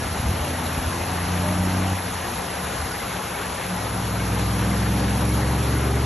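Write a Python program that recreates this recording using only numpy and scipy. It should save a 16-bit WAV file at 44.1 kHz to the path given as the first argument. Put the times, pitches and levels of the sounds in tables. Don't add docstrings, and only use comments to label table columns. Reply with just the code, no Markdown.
import sys
import numpy as np
from scipy import signal
from scipy.fft import rfft, irfft
from scipy.io import wavfile
from scipy.ndimage import uniform_filter1d

SR = 44100
rng = np.random.default_rng(int(sys.argv[2]) if len(sys.argv) > 2 else 0)


def digitize_waveform(pressure):
    field = np.atleast_2d(pressure).T
    bounded = np.clip(field, -1, 1)
    quanta = np.round(bounded * 32767).astype(np.int16)
    wavfile.write(sys.argv[1], SR, quanta)


N = 267025
TIME_S = np.arange(N) / SR
EDGE_HZ = 11740

# (frequency [Hz], relative density [dB])
ROAR_SPECTRUM = [(30, -20), (100, -10), (200, -2), (380, -3), (500, -0.7), (640, -2), (830, 0.6),
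                 (1200, -3), (1800, -7), (2300, -9.5), (4000, -13), (6700, -15.5), (9300, -15.5),
                 (10000, -12.5), (11000, -6.5), (11750, -13.5)]
# (time [s], level [dB])
ROAR_LEVEL = [(0, -28), (1, -27), (3.4, -28), (5.2, -27), (6.05, -28)]
# (frequency [Hz], likeness [0-1])
STEREO_LIKENESS = [(60, .99), (200, .96), (400, .86), (600, .52), (850, .88), (1100, .52), (1250, .85),
                   (1600, 1), (2200, 1), (2900, .88), (3700, .93), (4500, .65), (4870, 1), (5150, .58),
                   (5550, 1), (6300, 1), (6750, .87), (7150, .58), (7600, .6), (8150, .88), (8350, 1),
                   (9600, 1), (10300, .8), (11200, .74), (11800, .96)]
# (frequency [Hz], left minus right [dB])
STEREO_TILT = [(200, 0), (420, 1.5), (620, 7.5), (900, 4.2), (1200, 4.8), (1600, 0)]
# (frequency [Hz], lead of left [rad])
STEREO_LEAD = [(0, 0), (330, .1), (520, 0.9), (740, -.15), (990, .5), (1200, -0.3), (1500, 0), (2100, 0),
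               (2900, 0.25), (4050, 0.15), (4480, 1.3), (4850, 3.14), (5100, 4.2), (5340, 6.1),
               (6750, 6.45), (7750, 8.9), (8350, 9.42), (9600, 9.42), (10400, 10.5), (10900, 11.1),
               (11400, 12.1), (11900, 12.56)]
SPLASHES_PER_S, SPLASH_RISE_S, SPLASH_GAIN_DB = 21, 0.013, -7.5
# (frequency [Hz], relative density [dB])
EARLY_FULLNESS_SPECTRUM = [(250, -20), (450, 5), (700, 10), (950, 1), (2000, -68)]
EARLY_FULLNESS_DB, EARLY_FULLNESS_SIGMA_S = -39, 0.9
# (frequency [Hz], relative density [dB])
RUMBLE_SPECTRUM = [(20, -44), (35, -14), (50, -1.5), (75, 2), (105, 2.5), (150, -4), (178, -12), (215, -12),
                   (255, -7.5), (350, -12), (900, -102)]
RUMBLE_FLOOR_DB = -39.5
# (time [s], sigma [s], peak level [dB])
RUMBLE_SURGES = [(0.06, 0.055, -32), (0.3, 0.099, -34), (0.678, 0.32, -37.5), (1.5, 0.28, -32.5),
                 (2.296, 0.24, -40.5), (2.87, 0.11, -38), (5.2, 1, -43)]
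# (time [s], crankshaft rate [turns/s])
ENGINE_SPEED = [(0, 26.3), (.3, 26.55), (1.6, 30.58), (1.92, 31.15), (2.95, 21.7), (3.3, 20.42),
                (4.3, 21.12), (6.05, 23.28)]
# (time [s], load [dB])
THROTTLE = [(0, -8), (1.02, -2), (1.93, -16), (3.61, 0.9)]
LOAD_BUILD_S, LOAD_DROP_CYCLES = 0.32, 5.1
LOAD_ORDER_EXPONENT = 0.29
# (multiple of crankshaft rate, level at 22 turns/s [dB], level at 31 turns/s [dB])
ENGINE_ORDERS = [(3, -20.4, -19.3), (5, -29, -29), (5.5, -42, -46), (6, -27.3, -23.5), (7, -40, -42),
                 (7.5, -35, -45), (8, -32, -36), (8.5, -39, -36), (9, -27, -28.5), (10, -47, -36.5),
                 (11, -36, -40), (12, -35, -37), (13.5, -36.5, -48), (14, -39.5, -42), (15, -41, -42),
                 (17, -37, -35), (18, -40, -35), (20, -36, -29), (22, -40, -42), (22.5, -35, -45),
                 (23, -41, -42), (26, -35, -32), (33, -38, -26)]
# (frequency [Hz], width [Hz], peak gain [dB])
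BODY_RESONANCES = [(70, 10, -6.5), (93, 13, -6), (106, 6, .5), (114, 14, -.8), (137, 11, -5), (181, 9, -.3),
                   (196, 7, -3), (247, 12, -3.5), (277, 10, -7.5), (304, 10, .5), (346, 14, -5),
                   (400, 30, -10), (483, 25, -10), (710, 120, -12)]
# (time [s], sigma [s], multiple of crankshaft rate, added gain [dB])
TONE_FLARES = [(.53, .031, 3, -2), (.75, .3, 9, 3.5), (1.35, 0.11, 9, -9), (.8, 0.13, 6, -6),
               (0.97, 0.047, 12, 14), (.97, .09, 33, 11), (1.454, 0.054, 20, 21), (1.582, 0.054, 8, 4.5),
               (1.617, .07, 10, 2.5), (1.85, 0.1, 23, 20.5), (1.87, .06, 10, 7), (3.4, 0.24, 3, -11),
               (3.7, 0.15, 9, -5), (4.4, .25, 8, 3.5), (4.5, 0.1, 23, 6), (4.62, 0.25, 14, 2),
               (4.904, 0.25, 11, 3.5), (5.423, 0.1, 22, 11), (5.45, 0.17, 26, 5), (5.75, 0.33, 18, 11),
               (5.8, 0.092, 15, 6), (5.85, .25, 8.5, -4), (5.85, 0.16, 12, 3), (5.9, 0.098, 17, 10.5),
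               (5.95, .25, 8, -20)]
# (frequency [Hz], relative density [dB])
GROWL_SPECTRUM = [(60, -1.5), (150, 3), (280, 8.5), (400, -0.5), (550, 1.5), (800, -6), (1100, -2.5),
                  (2000, -86)]
# (time [s], sigma [s], peak level [dB])
PANEL_SWELLS = [(2.48, .08, -38), (2.67, .05, -41.5), (3.415, 0.03, -37), (3.716, 0.052, -29.5),
                (4.02, 0.047, -33.5)]
# (frequency [Hz], relative density [dB])
INTAKE_SPECTRUM = [(300, -40), (550, 3.5), (750, 9), (1000, 3), (1400, -3.5), (3000, -5), (6000, -67)]
INTAKE_DB, INTAKE_REF_TURNS_PER_S, INTAKE_GROWTH_DB = -31, 31.8, 3
# (time [s], body gain [dB], pitch [Hz])
THUDS = [(0.016, -24.5, 112), (.112, -28, 86.6), (0.191, -21, 82), (0.222, -24, 106), (0.255, -16, 71.6),
         (0.284, -18, 79.4), (.309, -20, 102), (0.334, -31, 73), (0.361, -35, 77), (0.398, -24, 68),
         (0.511, -31, 81), (0.721, -36, 89), (0.777, -23.5, 62), (.864, -20, 86), (1.004, -23, 86),
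         (1.451, -37, 68), (2.784, -28, 74.5), (2.822, -26, 73), (3.135, -30, 170)]
THUD_RISE_S, KNOCK_RATIO, KNOCK_DB = 0.0092, 2.22, -5
# (time [s], gain [dB], centre frequency [Hz])
LOUD_SPLASHES = [(.053, 4, 2000), (2.552, 4, 775), (2.811, -1, 865), (3.015, 1, 1460), (3.432, 6, 1810),
                 (3.808, 6.5, 690), (5.413, 7.5, 1890), (5.497, 7, 870), (5.8, 0, 2410)]
LOUD_SPLASH_BAND_HZ = 150


def gain_of(db):
    return 10 ** (np.asarray(db) / 20)


def evened(x):
    return x / np.sqrt(np.mean(x ** 2) + 1e-20)


def at_time(curve):
    return np.interp(TIME_S, *np.transpose(curve))


def at_hz(points, hz):
    f_hz, value = np.transpose(points)
    return np.interp(np.log(hz + 1), np.log(f_hz + 1), value)


def coloured(x, points):
    gain = gain_of(at_hz(points, np.fft.rfftfreq(N, 1 / SR)))
    return evened(irfft(rfft(x) * gain, N))


def drift(rate_hz):
    steps = signal.resample_poly(rng.standard_normal(400), 8, 1)
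    return evened(np.interp(TIME_S * rate_hz * 2, np.arange(len(steps)) / 8, steps))


def bump(s, sigma_s):
    return np.exp(-((TIME_S - s) / sigma_s) ** 2 / 2)


def smooth_grid(shape, bins, frames):
    grid = uniform_filter1d(rng.standard_normal(shape), size=bins, axis=0)
    return evened(uniform_filter1d(grid, size=frames, axis=1))


def churn(patch_db=1.12, flicker_db=0.85, surge_db=0.15):
    z = signal.stft(rng.standard_normal((2, N)), nperseg=512, noverlap=384)[2]
    shape = z.shape[1:]
    patches = smooth_grid(shape, 7, 18)
    flicker = smooth_grid(shape, 70, 4)
    surge = np.interp(np.linspace(0, TIME_S[-1], shape[1]), TIME_S, drift(6.4))
    z = z * gain_of(patch_db * patches + flicker_db * flicker + surge_db * surge)
    return evened(signal.istft(z, nperseg=512, noverlap=384)[1][:, :N])


def grains(low_hz, high_hz, per_s, cycles, glide, spread_db, count=24):
    out = np.zeros(N)
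    for hz in np.geomspace(low_hz, high_hz, count):
        age = np.arange(int(5 * cycles / hz * SR)) / SR * hz / cycles
        envelope = np.exp(-age) * (1 - np.exp(-6 * age))
        ring = envelope * np.sin(2 * np.pi * cycles * (age + glide * age ** 2 / 2))
        births = rng.random(N) < per_s / count / SR
        sizes = gain_of(spread_db * np.minimum(rng.exponential(1, N), 4))
        out += np.sqrt(hz) * evened(signal.oaconvolve(births * sizes, ring)[:N])
    return evened(out)


def splashes(low_hz=550, high_hz=2400, octaves=0.2, count=6):
    age = np.arange(SR // 6) / SR / SPLASH_RISE_S
    hz = np.fft.rfftfreq(N, 1 / SR) + 1
    out = np.zeros(N)
    for centre_hz in np.geomspace(low_hz, high_hz, count):
        births = rng.random(N) < SPLASHES_PER_S / count / SR
        band = np.exp(-(np.log2(hz / centre_hz) / octaves) ** 2 / 2)
        foam = irfft(rfft(rng.standard_normal(N)) * band, N)
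        out += foam * signal.oaconvolve(births.astype(float), age * np.exp(1 - age))[:N]
    return out


def water(bubbles_db=-16, gurgles_db=-18.5, spray_db=-11):
    direct, diffuse = churn()
    direct = direct + gain_of(bubbles_db) * grains(343.7, 2797, 900, 6.55, 0.053, 1.6)
    direct = direct + gain_of(gurgles_db) * grains(450, 2200, 80, 28.4, 0.012, 2.7)
    direct = direct + gain_of(spray_db) * grains(2590, 13000, 2500, 1.8, 0.049, 2.2)
    direct = direct + gain_of(SPLASH_GAIN_DB) * splashes() + loud_splashes()
    hz = np.fft.rfftfreq(N, 1 / SR)
    left = rfft(direct)
    likeness = np.clip(at_hz(STEREO_LIKENESS, hz), 0, 1)
    right = likeness * left + np.sqrt(1 - likeness ** 2) * rfft(diffuse)
    right = right * np.exp(-1j * np.interp(hz, *np.transpose(STEREO_LEAD)))
    tilt = gain_of(at_hz(STEREO_TILT, hz))
    stereo = np.array([left * tilt, right]) / np.sqrt(1 + tilt ** 2)
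    stereo = stereo * gain_of(at_hz(ROAR_SPECTRUM, hz))
    return evened(irfft(stereo, N)) * gain_of(at_time(ROAR_LEVEL))


def early_fullness():
    noise = coloured(rng.standard_normal(N), EARLY_FULLNESS_SPECTRUM)
    return noise * gain_of(EARLY_FULLNESS_DB) * bump(0, EARLY_FULLNESS_SIGMA_S)


def rumble():
    power = gain_of(RUMBLE_FLOOR_DB) ** 2
    for s, sigma_s, peak_db in RUMBLE_SURGES:
        power = power + (gain_of(peak_db) * bump(s, sigma_s)) ** 2
    return coloured(rng.standard_normal(N), RUMBLE_SPECTRUM) * np.sqrt(power)


def engine_load(hz):
    load_db = np.full(N, float(THROTTLE[0][1]))
    for (_, before_db), (s, after_db) in zip(THROTTLE, THROTTLE[1:]):
        lag_s = LOAD_BUILD_S if after_db > before_db else LOAD_DROP_CYCLES / hz
        load_db += (after_db - before_db) * (1 - np.exp(-np.clip((TIME_S - s) / lag_s, 0, 20)))
    return load_db


def body_gain(tone_hz):
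    power = sum(gain_of(peak_db) ** 2 / (1 + (2 * (tone_hz - hz) / width_hz) ** 2)
                for hz, width_hz, peak_db in BODY_RESONANCES)
    return np.sqrt(power)


def engine(growl_db=-36.0, growl_hz=280, uneven_db=0.1061, throb=0.5):
    speed = at_time(ENGINE_SPEED)
    turns = np.cumsum(speed) / SR
    tones = np.zeros(N)
    for order, slow_db, fast_db in ENGINE_ORDERS:
        db = np.interp(speed, [22, 31], [slow_db, fast_db])
        db = db + engine_load(order * speed.max()) * (order / 6) ** LOAD_ORDER_EXPONENT
        for s, sigma_s, flare_order, added_db in TONE_FLARES:
            if round(2 * flare_order) == round(2 * order):
                db = db + added_db * bump(s, sigma_s)
        db = db + uneven_db * order * drift(6)
        offset_cycles = rng.random() * (order % 3 != 0)
        wave = np.cos(2 * np.pi * (order * turns + offset_cycles))
        tones += body_gain(order * speed) * gain_of(db) * wave
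    firing = np.cos(2 * np.pi * 3 * turns)
    growl = coloured(rng.standard_normal(N) * (1 + throb * firing), GROWL_SPECTRUM)
    return np.sqrt(2) * tones + gain_of(growl_db + engine_load(growl_hz)) * growl


def intake(hz=300):
    db = INTAKE_DB + engine_load(hz)
    db = db + INTAKE_GROWTH_DB * (at_time(ENGINE_SPEED) - INTAKE_REF_TURNS_PER_S)
    return coloured(rng.standard_normal(N), INTAKE_SPECTRUM) * gain_of(db)


def thuds(lowest_hz=42):
    out = np.zeros(N)
    t_s = np.arange(SR // 8) / SR
    age = t_s / THUD_RISE_S
    for s, db, hz in THUDS:
        body = age * np.exp(1 - age) * np.sin(2 * np.pi * hz * t_s)
        knock = 2 * age * np.exp(1 - 2 * age) * np.sin(2 * np.pi * hz * KNOCK_RATIO * t_s)
        out[round(s * SR):][:len(t_s)] += gain_of(db) * (body + gain_of(KNOCK_DB) * knock)
    return signal.sosfilt(signal.butter(2, lowest_hz, "high", fs=SR, output="sos"), out)


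def loud_splashes():
    hz = np.fft.rfftfreq(N, 1 / SR)
    out = np.zeros(N)
    for s, db, centre_hz in LOUD_SPLASHES:
        age = np.maximum(TIME_S - s, 0) / SPLASH_RISE_S
        band = np.exp(-((hz - centre_hz) / LOUD_SPLASH_BAND_HZ) ** 2 / 2)
        noise = irfft(rfft(rng.standard_normal(N)) * band, N)
        out += gain_of(db) * age * np.exp(1 - age) * noise
    return out


def panel(hz=182, width_hz=12, db=-43.5):
    angle = 2 * np.pi * hz * TIME_S
    hum = drift(width_hz) * np.cos(angle) + drift(width_hz) * np.sin(angle)
    swell = sum(gain_of(peak_db) * bump(s, sigma_s) for s, sigma_s, peak_db in PANEL_SWELLS)
    return gain_of(db) * hum + swell * np.sqrt(2) * np.sin(angle)


def scene():
    return water() + early_fullness() + rumble() + engine() + intake() + thuds() + panel()


def record(dry):
    lowpass = signal.firwin(511, EDGE_HZ, window=("kaiser", 9), fs=SR)
    return signal.oaconvolve(dry, lowpass[None], "same", axes=1)


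dry = scene()
out = record(dry)
digitize_waveform(out)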